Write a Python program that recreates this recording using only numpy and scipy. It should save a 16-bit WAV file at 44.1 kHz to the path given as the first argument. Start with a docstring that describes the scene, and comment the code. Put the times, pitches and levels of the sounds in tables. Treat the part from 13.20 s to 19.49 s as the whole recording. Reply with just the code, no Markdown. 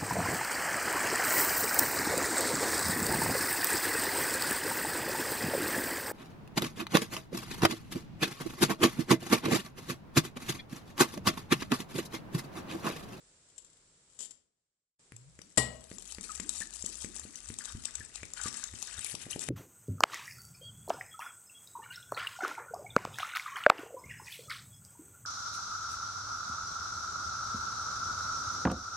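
"""Over faint hiss, dried chickpeas drop from a hand into a glass bowl: short coloured noise bursts.
Water from a plastic bottle then patters, fizzes and burbles on them: random grains, swelling in slugs.
The bottle glugs as air gulps in (throbs, pops, rising gurgles); wet peas shift with clicks.
It knocks on the rim in a few quick bounces: noise for the bottle, ringing modes for the bowl.
A two-port microphone in a small quiet kitchen hears the treble mostly on the left."""
import sys
import numpy as np
from scipy import signal
from scipy.fft import rfft, irfft, next_fast_len
from scipy.io import wavfile
from scipy.ndimage import uniform_filter1d

SR = 44100
rng = np.random.default_rng(int(sys.argv[2]) if len(sys.argv) > 2 else 0)


def dump(signal):
    """Clip the signal to [-1, 1] and save it as 16-bit WAV at the path in sys.argv[1]."""
    limited = np.clip(np.atleast_2d(signal).T, -1, 1)
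    pcm = np.round(limited * 32767).astype(np.int16)
    wavfile.write(sys.argv[1], SR, pcm)


N = 277389
TIME = np.arange(N) / SR   # s

# air gulps through the bottle neck:
# (t/s, pop relative level/dB, pop f/Hz, snap relative level/dB, gurgle relative level/dB)
GULPS = [(1.9212, -46.5, 264, -37, -53), (2.1908, -45, 295, -37, -65), (2.715, -37, 326, -36, -56),
         (2.9843, -38.5, 298, -32.5, -53), (3.199, -37, 295, -27.5, -49), (3.408, -46, 295, -32.5, -58),
         (3.641, -37.5, 300, -45, -54), (3.8457, -34.5, 284, -30, -49), (4.052, -40, 285, -55, -53.5),
         (4.302, -35.5, 230, -34.5, -52.5), (4.55, -33.5, 129, -48, -48.5), (4.804, -42.5, 202, -53, -61),
         (5.0319, -41.5, 348, -28, -66), (5.258, -33, 263, -39, -50.5), (5.538, -41, 202, -37.5, -57),
         (5.787, -45, 130, -58, -64), (5.943, -36.5, 384, -50, -77), (6.0664, -39, 413, -51, -53.5),
         (6.161, -30, 440, -36, -48), (6.2875, -31.5, 457, -22.5, -60)]
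# slugs of water that land on the peas after the gulps:
# (t/s, length/s, patter relative level/dB, bubbling relative level/dB, bubble f/Hz)
WATER_SLUGS = [(2.777, 0.016, -52, -82, 1870), (2.854, 0.086, -49, -67, 1900),
               (3.021, 0.21, -47, -59.5, 1780), (3.274, 0.15, -43, -61, 1810),
               (3.514, 0.11, -45.5, -68, 1750), (3.637, 0.203, -46, -65.5, 1730),
               (3.926, 0.15, -48, -61, 1720), (4.111, 0.21, -49.5, -63.5, 1910),
               (4.383, .12, -45, -51.5, 1480), (4.627, 0.194, -50.5, -56, 1473),
               (4.914, 0.086, -52.5, -57, 2300), (5.151, 0.12, -40.5, -44.5, 1420),
               (5.32, 0.13, -42.5, -51, 1570), (5.532, 0.13, -47, -61, 1780),
               (5.66, 0.17, -48.5, -50.5, 1660), (5.82, 0.092, -43, -49.5, 2870),
               (5.982, 0.05, -44, -49.5, 2100), (6.089, 0.056, -44.5, -53, 2100),
               (6.193, 0.13, -41.5, -51, 2900)]
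# colour of water and wet peas: (f/Hz, relative level/dB per Hz)
WET_SPECTRUM = [(410, -21), (700, -11), (1000, -13), (1270, -10), (1550, -26), (1770, -37), (2530, -12),
                (2880, -13), (3280, -10.5), (4690, -8.5), (6310, -3), (7820, -1), (10700, -5), (11400, -12),
                (12000, -26), (15600, -82), (22000, -120)]
# bounces of the bottle neck on the rim: (t/s, relative level/dB)
RIM_BOUNCES = [(2.3742, -2), (2.3777, -7), (2.3805, 1), (2.3835, -17)]


def from_db(db):
    """Decibels to gain."""
    return 10 ** (np.asarray(db) / 20)


def rms_one(x):
    """Scale to rms 1."""
    return x / np.sqrt(np.mean(x ** 2) + 1e-20)


def at_hz(points, hz):
    """Read a table on a log-frequency axis."""
    f, value = np.transpose(points)
    return np.interp(np.log(np.maximum(hz, 1)), np.log(f), value)


def add(out, s, sound):
    """Mix a short sound in at time s."""
    start = int(round(s * SR))
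    out[start:start + len(sound)] += sound[:max(N - start, 0)]


def colour(x, spectrum, size=4096):
    """Causal (minimum-phase) filter with the given spectrum; white noise keeps its power."""
    gain = rms_one(from_db(at_hz(spectrum, np.arange(size // 2 + 1) * SR / size)))
    cepstrum = irfft(np.log(gain))
    # fold the cepstrum forward in time to get minimum phase
    cepstrum[1:size // 2] *= 2
    cepstrum[size // 2 + 1:] = 0
    response = irfft(np.exp(rfft(cepstrum)))
    return signal.oaconvolve(x, response)[:len(x)]


def band(x, low_hz, high_hz):
    """Gentle band-pass."""
    return signal.sosfilt(signal.butter(2, [low_hz, high_hz], "band", fs=SR, output="sos"), x)


def peak(x, hz, width_hz):
    """The part of a sound inside one resonance, gain 1 on top."""
    return signal.lfilter(*signal.iirpeak(hz, hz / width_hz, fs=SR), x)


def ring(clicks, hz, t60):
    """A unit click sets a decaying sine of starting height 1 ringing."""
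    radius = from_db(-60 / (t60 * SR))
    w = 2 * np.pi * hz / SR
    return signal.lfilter([0, np.sin(w)], [1, -2 * radius * np.cos(w), radius * radius], clicks + 1e-18)


def fade(t, t60):
    """Exponential decay, 60 dB down at t60 seconds."""
    return np.exp(-np.log(1000) * t / t60)


def burst(t60):
    """Noise that dies away, starting at rms 1."""
    t = TIME[:min(int(t60 * SR) + 2, SR)]
    return rng.standard_normal(len(t)) * fade(t, t60)


def evened(x, size=4000):
    """Hold the rms over about a tenth of a second near 1."""
    power = np.maximum(uniform_filter1d(x ** 2, size), 0)
    return x / np.sqrt(power + 1e-3 * np.mean(x ** 2))


def drift(rate):
    """Slow chance with spread 1, reaching a new value `rate` times a second."""
    return np.interp(TIME * rate, np.arange(4000), rng.standard_normal(4000))


def uneven_sizes(spread_db):
    """Impact heights with a long tail of strong ones."""
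    return from_db(spread_db * np.minimum(rng.exponential(1, N), 4))


def grains(per_s, spread_db, pitches, cycles, weight):
    """Random impacts of uneven size, each ringing a few cycles at one of the pitches; slow level evened."""
    sizes = uneven_sizes(spread_db) * rng.choice([-1, 1], N)
    born = rng.random(N) < per_s / SR
    dealt = rng.integers(0, len(pitches), N)
    out = np.zeros(N)
    for k, hz in enumerate(pitches):
        at = np.flatnonzero(born & (dealt == k))
        clicks = np.zeros(N)
        clicks[at] = sizes[at] * weight(at / SR, hz)
        out += ring(clicks, hz, cycles / hz) * np.sqrt(hz)
    return evened(out)


def glides(rows, bend, droop_db, wobble, uneven_db, count=9):
    """Air pockets ring like springs; pitch bends as they change size, and sloshing makes them waver."""
    out = np.zeros(N)
    knots = np.linspace(0, 1, count)
    for s, db, start_hz, end_hz, length in rows:
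        u = np.linspace(0, 1, int(length * SR))   # share of the glide that has passed
        in_pitch, in_level = (np.interp(u, knots, row) for row in rng.standard_normal((2, count)))
        hz = (start_hz + (end_hz - start_hz) * u ** bend) * np.exp(wobble * in_pitch * u)
        level = from_db(db - droop_db * u + uneven_db * in_level)
        edges = np.clip(u * 20, 0, 1) * np.clip((1 - u) * 5, 0, 1)
        add(out, s, level * edges * np.sin(2 * np.pi * np.cumsum(hz) / SR))
    return out


def background(level_db):
    """Faint hiss, different in each channel, over a shared low murmur of the room."""
    # colour of the background: (f/Hz, relative level/dB per Hz)
    hiss_spectrum = [(15, -32), (25, -2.5), (102, -4.5), (180, -3.5), (210, -9.5), (478, -8.5), (529, -10),
                     (819, -16.5), (1270, -15.5), (2660, -19), (5470, -15), (6540, -15), (7440, -7),
                     (9860, -21), (11500, -44.5), (15000, -85.5), (22000, -120)]
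    # the background sinks away and comes back: (t/s, relative level/dB)
    hiss_course = [(0, -71.5), (1.12, -74.5), (1.3, -95), (1.6, -102), (1.785, -110), (1.795, -74),
                   (6.29, -65.5)]
    noise = rng.standard_normal((3, N))
    low_pass = signal.butter(2, 900, fs=SR)
    high_pass = signal.butter(2, 900, "high", fs=SR)
    murmur = signal.lfilter(*low_pass, noise[2])
    channels = []
    for own in noise[:2]:
        hiss = np.sqrt(2) * signal.lfilter(*high_pass, own)
        channels.append(colour(murmur + hiss, hiss_spectrum))
    return np.array(channels) * from_db(level_db + np.interp(TIME, *np.transpose(hiss_course)))


def shower(s, length, db, scatter_db, count):
    """Peas fall one after another at uneven moments: rows of (t/s, relative level/dB)."""
    chance = rng.uniform(-1, 1, (count, 2))
    times = s + length * (np.arange(count) + .5 + .5 * chance[:, 0]) / count
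    return list(zip(times, db + scatter_db * chance[:, 1]))


def peas(dry_db, dry_t60, wet_db, wet_t60, pitched_db, ring_t60):
    """Dry peas land with a short rattle of noise; wet ones click and ring for an instant."""
    # the hand lets peas go in little showers: (t/s, length/s, relative level of each pea/dB)
    handfuls = [(0.264, 0.31, -52.5), (0.896, 0.091, -54), (0.986, .07, -34)]
    # single dry peas landing: (t/s, relative level/dB)
    single_drops = [(0.3799, -34.5), (0.4468, -44.5), (0.9912, -34), (1.0055, -30.5), (1.108, -36.5)]
    # the loudest knocks of wet peas under the stream: (t/s, relative level/dB, centre f/Hz)
    wet_knocks = [(1.964, -37, 7630), (2.2169, -34, 6000), (2.7834, -29.5, 7280), (2.8759, -38, 7240),
                  (2.9474, -30.5, 5060), (3.118, -30.5, 8400), (3.2008, -24.5, 7580), (3.2928, -19, 8220),
                  (3.4033, -27, 7720), (3.5367, -31, 7220), (3.6238, -26, 7450), (3.6615, -21.5, 7870),
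                  (3.7539, -30, 7340), (3.846, -28.5, 7800), (3.996, -27, 7370), (4.156, -26, 6330),
                  (4.2873, -28.5, 8230), (4.3869, -23.5, 8410), (4.637, -33.5, 6860), (4.6538, -20.5, 8230),
                  (4.7536, -21.5, 7760), (4.957, -25.5, 7280), (5.1357, -27.5, 7420), (5.214, -25.5, 7460),
                  (5.439, -21.5, 7200), (5.6257, -22.5, 6930), (5.7919, -25.5, 8530),
                  (5.8456, -21.5, 10500), (5.9512, -21.5, 5700), (6.1929, -27, 7500)]
    # colour of dry peas on glass: (f/Hz, relative level/dB per Hz)
    dry_spectrum = [(100, -36), (250, -13.5), (600, -21), (1400, -24.5), (2400, -24), (3200, -11.5),
                    (4000, -16.5), (6300, -11.5), (7350, 1), (8500, -9.5), (10700, -15.5), (12000, -34.5)]
    dry_peas, wet_peas = np.zeros((2, N))
    falling = [pea for row in handfuls for pea in shower(*row, scatter_db=0.5, count=9)]
    for s, db in single_drops + falling:
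        add(dry_peas, s, from_db(db + dry_db) * burst(dry_t60))
    for s, db, hz in wet_knocks:
        click = np.pad(burst(wet_t60), (0, SR // 50))   # room for the ring to die away
        tone = ring(click, hz, ring_t60)
        tone = tone * click.std() / tone.std()
        add(wet_peas, s, from_db(db + wet_db) * (click + from_db(pitched_db) * tone))
    return colour(dry_peas, dry_spectrum) + colour(wet_peas, WET_SPECTRUM)


def flow():
    """Strength of patter and of bubbling: the trickle plus slugs that swell, hold and drain away."""
    # the thin stream that runs on between the slugs: (t/s, patter relative level/dB)
    trickle = [(1.9, -105), (1.95, -76), (2.5, -60.5), (2.9, -54), (4.6, -54), (6.29, -53.5)]
    attack_s, release_s = 0.021, 0.033
    # strengths add as power
    patter = from_db(np.interp(TIME, *np.transpose(trickle), left=-np.inf)) ** 2
    bubbling = patter * from_db(-11.5) ** 2   # the trickle bubbles more softly than it patters
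    for s, length, patter_db, bubbling_db, _ in WATER_SLUGS:
        swell = np.clip((TIME - s) / attack_s, 0, 1)
        drain = np.exp(-np.clip(TIME - s - length, 0, 1) / release_s)
        patter = patter + (from_db(patter_db) * swell * drain) ** 2
        bubbling = bubbling + (from_db(bubbling_db) * swell * drain) ** 2
    return np.sqrt(patter), np.sqrt(bubbling)


def burble(per_s, spread_db, octaves, cycles):
    """Bubbles crowd around the pitch that the pool favours at each moment."""
    start, length, *_, pool_hz = np.transpose(WATER_SLUGS)

    def favoured(s, hz):
        """Weight of a bubble by its distance in pitch from the pool."""
        centre_hz = np.interp(s, start + length / 2, pool_hz)
        return 1 / (1 + (np.log2(hz / centre_hz) / octaves) ** 2)

    bubbles = grains(per_s, spread_db, np.geomspace(1170, 3600, 36), cycles, favoured)
    return evened(band(bubbles, 880, 5300))


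def stream(patter_db, crackle_db, bubbling_db, wash_db, clump_db, clump_rate):
    """Droplets crackle on the peas, tiny bubbles fizz, larger ones burble."""
    # finer spray when the stream nears the glass:
    # (t/s, gain of the top treble/dB, gain of the middle treble/dB)
    spray_course = [(2.6, -2.5, 1), (4.0, -10, -1.5), (5.2, -13.5, 4), (5.75, -6, 4), (5.88, 6, 3),
                    (6.29, -3, -4)]
    patter_flow, bubbling_flow = flow()
    busy = np.sqrt(patter_flow / patter_flow.max())   # a stronger splash throws more droplets
    fizz = grains(2400 * busy, spread_db=4.0, pitches=np.linspace(2200, 11600, 44), cycles=79,
                  weight=lambda s, hz: 1)
    droplets = (rng.random(N) < 700 * busy / SR) * rng.standard_normal(N) * uneven_sizes(5.8)
    patter = from_db(patter_db) * evened(colour(fizz, WET_SPECTRUM))
    patter = patter + from_db(crackle_db) * evened(colour(droplets, WET_SPECTRUM))
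    patter = patter * from_db(clump_db * drift(clump_rate))   # the jet breaks into lumps
    wash = from_db(wash_db) * colour(rng.standard_normal(N), WET_SPECTRUM)
    splash = patter_flow * (patter + wash)
    s, top_db, middle_db = np.transpose(spray_course)
    splash = splash + (from_db(np.interp(TIME, s, top_db)) - 1) * peak(splash, 10800, 2400)
    splash = splash + (from_db(np.interp(TIME, s, middle_db)) - 1) * peak(splash, 3500, 2400)
    bubbles = burble(2000 * busy, spread_db=5.0, octaves=0.53, cycles=20)
    return splash + bubbling_flow * from_db(bubbling_db) * bubbles


def bottle_air(s):
    """Throb and gurgle of the air in the bottle at the tilt of that moment."""
    # how far the bottle is tipped: (t/s, tilt/0-1)
    tilt_course = [(1.92, 0.01), (2.2, 0.34), (2.9, 0.5), (4.05, 0.59), (4.3, 0.8), (5.79, 0.81), (5.94, 1)]
    # over most of its tipping, a steeper bottle gurgles shorter and higher: (tilt/0-1, throb relative
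    # level/dB, throb length/s, throb top f/Hz, gurgle length/s, gurgle start f/Hz, gurgle end f/Hz)
    air_by_tilt = [(0, -80, 0.034, 109, 0.197, 113.3, 153), (0.507, -55, 0.199, 81.3, .076, 177, 528),
                   (0.806, -46.5, .04, 110, .04, 200, 330), (1, -46, 0.015, 198, 0.026, 243, 563)]
    tilts, *columns = np.transpose(air_by_tilt)
    tilt = np.interp(s, *np.transpose(tilt_course))
    return [np.interp(tilt, tilts, column) for column in columns]


def rounded(pop, edge_hz):
    """The neck takes the top off a pop and lets it ring for an instant."""
    edge_hz = np.clip(edge_hz, 400, 2000)
    return signal.sosfilt(signal.cheby1(4, 1, edge_hz, fs=SR, output="sos"), pop)


def glugs(neck_hz, neck_t60, low_share, spray_db, edge_ratio):
    """The air in the bottle throbs upward in pitch until a gulp breaks through the neck with a pop."""
    out, snaps, spray = np.zeros((3, N))
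    t = np.arange(-SR // 4, SR // 50) / SR   # s from the gulp
    for s, pop_db, pop_hz, snap_db, _ in GULPS:
        swell_db, swell_s, top_hz, *_ = bottle_air(s)
        swell = np.exp(np.minimum(t, 0) / swell_s)
        turns = np.cumsum(top_hz * (low_share + (1 - low_share) * swell ** 2)) / SR
        cut_off = np.exp(-np.maximum(t, 0) / 0.00092)
        throb = swell * cut_off * -np.sin(2 * np.pi * (turns - turns[SR // 4]))
        w = 2 * np.pi * pop_hz * t
        pop = -2 * w / (1 + w * w) * np.exp(-(w / 5) ** 2)   # pressure up, then sharply down
        pop = rounded(pop, edge_ratio * pop_hz)
        add(out, s + t[0], from_db(swell_db) * throb + from_db(pop_db) * pop)
        add(snaps, s, from_db([snap_db]))
        add(spray, s, from_db(snap_db + spray_db) * burst(0.0047))
    return out + ring(snaps, neck_hz, neck_t60) + colour(spray, WET_SPECTRUM)


def gurgles():
    """Each gulp leaves an air pocket that rings upward in pitch, ever faster."""
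    pockets = []
    for s, *_, db in GULPS:
        *_, length, start_hz, end_hz = bottle_air(s)
        pockets.append((s + 0.0021, db, start_hz, end_hz, length))
    return glides(pockets, bend=2.6, droop_db=2.5, wobble=.07, uneven_db=2.2)


def knock(crack_db, crack_t60, clatter_db, clatter_t60):
    """The bottle bounces on the rim: a crack at each bounce and one shudder of its thin wall."""
    # colour of the cracks: (f/Hz, relative level/dB per Hz)
    crack_spectrum = [(35, -16), (60, -15.5), (265, -4), (370, -13.5), (643, -6.5), (938, -15.5),
                      (1090, -6.5), (1560, -20.5), (1950, -12), (2720, -24), (4230, -15), (6310, -19),
                      (7700, -5), (10300, -21.5), (12000, -37), (15600, -73), (22000, -120)]
    # colour of the shuddering wall: (f/Hz, relative level/dB per Hz)
    clatter_spectrum = [(29, -34), (50, -22), (128, -5), (343, -25), (637, -9), (1300, -34), (1520, -52),
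                        (1960, -13.5), (2770, -33), (2960, -18), (6170, -50), (7940, -18.5), (12000, -37),
                        (15600, -56), (22000, -120)]
    crack, clatter = np.zeros((2, N))
    for s, db in RIM_BOUNCES:
        add(crack, s, from_db(db + crack_db) * burst(crack_t60))
    add(clatter, RIM_BOUNCES[0][0], from_db(clatter_db) * burst(clatter_t60))
    return colour(crack, crack_spectrum) + colour(clatter, clatter_spectrum)


def glass_bowl():
    """The bowl, struck at the second bounce, rings on its stand as a sum of decaying modes."""
    # modes of the glass: (f/Hz, relative level/dB, t60/s)
    bowl_modes = [(64.7, -40, 0.76), (125, -32, 0.45), (240, -42, 0.37), (322, -28, 0.079),
                  (419, -35, 0.17), (446, -37.5, 0.16), (630, -54, 0.3), (750, -46, 0.26),
                  (1008, -40, 0.26), (1913, -27.5, 0.33), (2906, -43.5, 0.48), (3480, -59, 0.22),
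                  (3600, -62, 0.24), (4170, -45.5, 0.41), (4540, -54, 0.098), (5570, -40, 0.26),
                  (5600, -41, 0.14), (6890, -32, 0.14), (7040, -44, 0.39), (8070, -29.5, 0.14),
                  (7840, -49.5, 0.77), (8650, -27, 0.13), (9700, -42, 0.15), (10530, -34.5, 0.15)]
    blow = np.zeros(N)
    add(blow, RIM_BOUNCES[1][0], np.ones(1))
    out = np.zeros(N)
    for k, (hz, db, t60) in enumerate(bowl_modes):
        out += ring(blow, hz, t60) * from_db(db) * (-1) ** k   # neighbours start in opposite phase
    return out


def surface_bubbles():
    """Single bubbles under the stream ring as short gliding sines, some up and some down."""
    # (t/s, relative level/dB, start f/Hz, end f/Hz, length/s)
    single_bubbles = [(3.093, -37.5, 1357, 1162, 0.022), (3.414, -34, 1735, 1795, 0.019),
                      (3.423, -32, 1910, 1660, 0.0066), (4.806, -40.5, 1810, 1660, 0.016),
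                      (5.033, -41.5, 2310, 2350, 0.0091), (5.259, -38, 1220, 1160, 0.013),
                      (5.777, -44, 1210, 1620, 0.0062), (5.865, -36.5, 2190, 2380, 0.0068),
                      (6.128, -35, 2620, 3330, 0.01)]
    return glides(single_bubbles, bend=0.81, droop_db=6, wobble=0.018, uneven_db=2.0)


def kitchen(x, bowl_db, bowl_t60, room_db):
    """Quick reflections inside the bowl, then a room tail that dies soonest in the high treble."""
    # decay of the room: (f/Hz, t60/s)
    room_decay = [(100, 0.56), (500, 0.72), (2000, 0.38), (8000, 0.34), (12000, 0.073)]
    t = TIME[:SR // 2]
    edges = np.geomspace(50, 13000, 9)   # Hz, borders of the decay bands
    tail = np.zeros(len(t))
    for low, high in zip(edges, edges[1:]):
        t60 = at_hz(room_decay, np.sqrt(low * high))
        tail += band(rng.standard_normal(len(t)), low, high) * fade(t, t60)
    tail = tail * np.minimum(t / 0.013, 1)
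    early = band(rng.standard_normal(len(t)) * fade(t, bowl_t60) * (t > .0005), 980, 14000)
    early = early + 0.46 * band(early, 1740, 4040)   # the glass wall throws the middle range back best
    response = from_db(room_db) * tail / np.linalg.norm(tail)
    response = response + from_db(bowl_db) * early / np.linalg.norm(early)
    return x + signal.fftconvolve(x, response)[:N]


def ports(left, right, lag_s):
    """The left port faces the bowl; the right is shaded in the treble and hears it a little later."""
    # (f/Hz, left minus right level/dB)
    balance = [(60, 2), (190, 1), (620, 7), (1120, 7.5), (2010, 14), (3610, 21.5), (6470, 26.5),
               (7800, 31.5), (11000, 19)]
    size = next_fast_len(N + SR // 10)
    hz = np.arange(size // 2 + 1) * SR / size
    shade = from_db(-at_hz(balance, hz))
    delay = np.exp(-2j * np.pi * hz * lag_s)
    gains = 2 / (1 + shade) * np.array([np.ones_like(hz), shade * delay])   # the two gains sum to 2
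    return irfft(rfft(np.array([left, right]), size) * gains, size)[:, :N]


def scene():
    """Everything but the background sounds at the bowl, in the kitchen."""
    clicks = peas(dry_db=-9.5, dry_t60=0.051, wet_db=-9, wet_t60=0.012, pitched_db=-4.5, ring_t60=0.011)
    water = stream(patter_db=-6.0, crackle_db=-8, bubbling_db=-5, wash_db=-20.5, clump_db=5.0, clump_rate=70)
    bottle = glugs(neck_hz=2100, neck_t60=0.0033, low_share=0.387, spray_db=-6.5, edge_ratio=2.05)
    bottle = bottle + gurgles()
    rim = knock(crack_db=-16.5, crack_t60=0.025, clatter_db=-35, clatter_t60=0.35)
    bubbles = surface_bubbles()
    at_bowl = clicks + water + bottle + rim + 0.52 * bubbles
    direct = glass_bowl() + 0.3 * bubbles   # these also carry straight to the microphone
    left = kitchen(at_bowl, bowl_db=-13, bowl_t60=0.025, room_db=-11) + direct
    left = left + 0.61 * peak(left, 7740, 340)   # the open port rings a little
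    # the shaded port hears more reflections from the bowl
    right = kitchen(at_bowl, bowl_db=2, bowl_t60=0.037, room_db=-11.5) + direct
    return ports(left, right, lag_s=.00005) + background(level_db=5.5)


def record(dry):
    """The loudest peaks are rounded and the top is cut steeply."""
    ceiling = .6   # of full scale
    low_pass = signal.ellip(10, .3, 70, 11900, fs=SR, output="sos")   # cut-off in Hz
    return signal.sosfilt(low_pass, ceiling * np.tanh(dry / ceiling))


dry = scene()
out = record(dry)
dump(out)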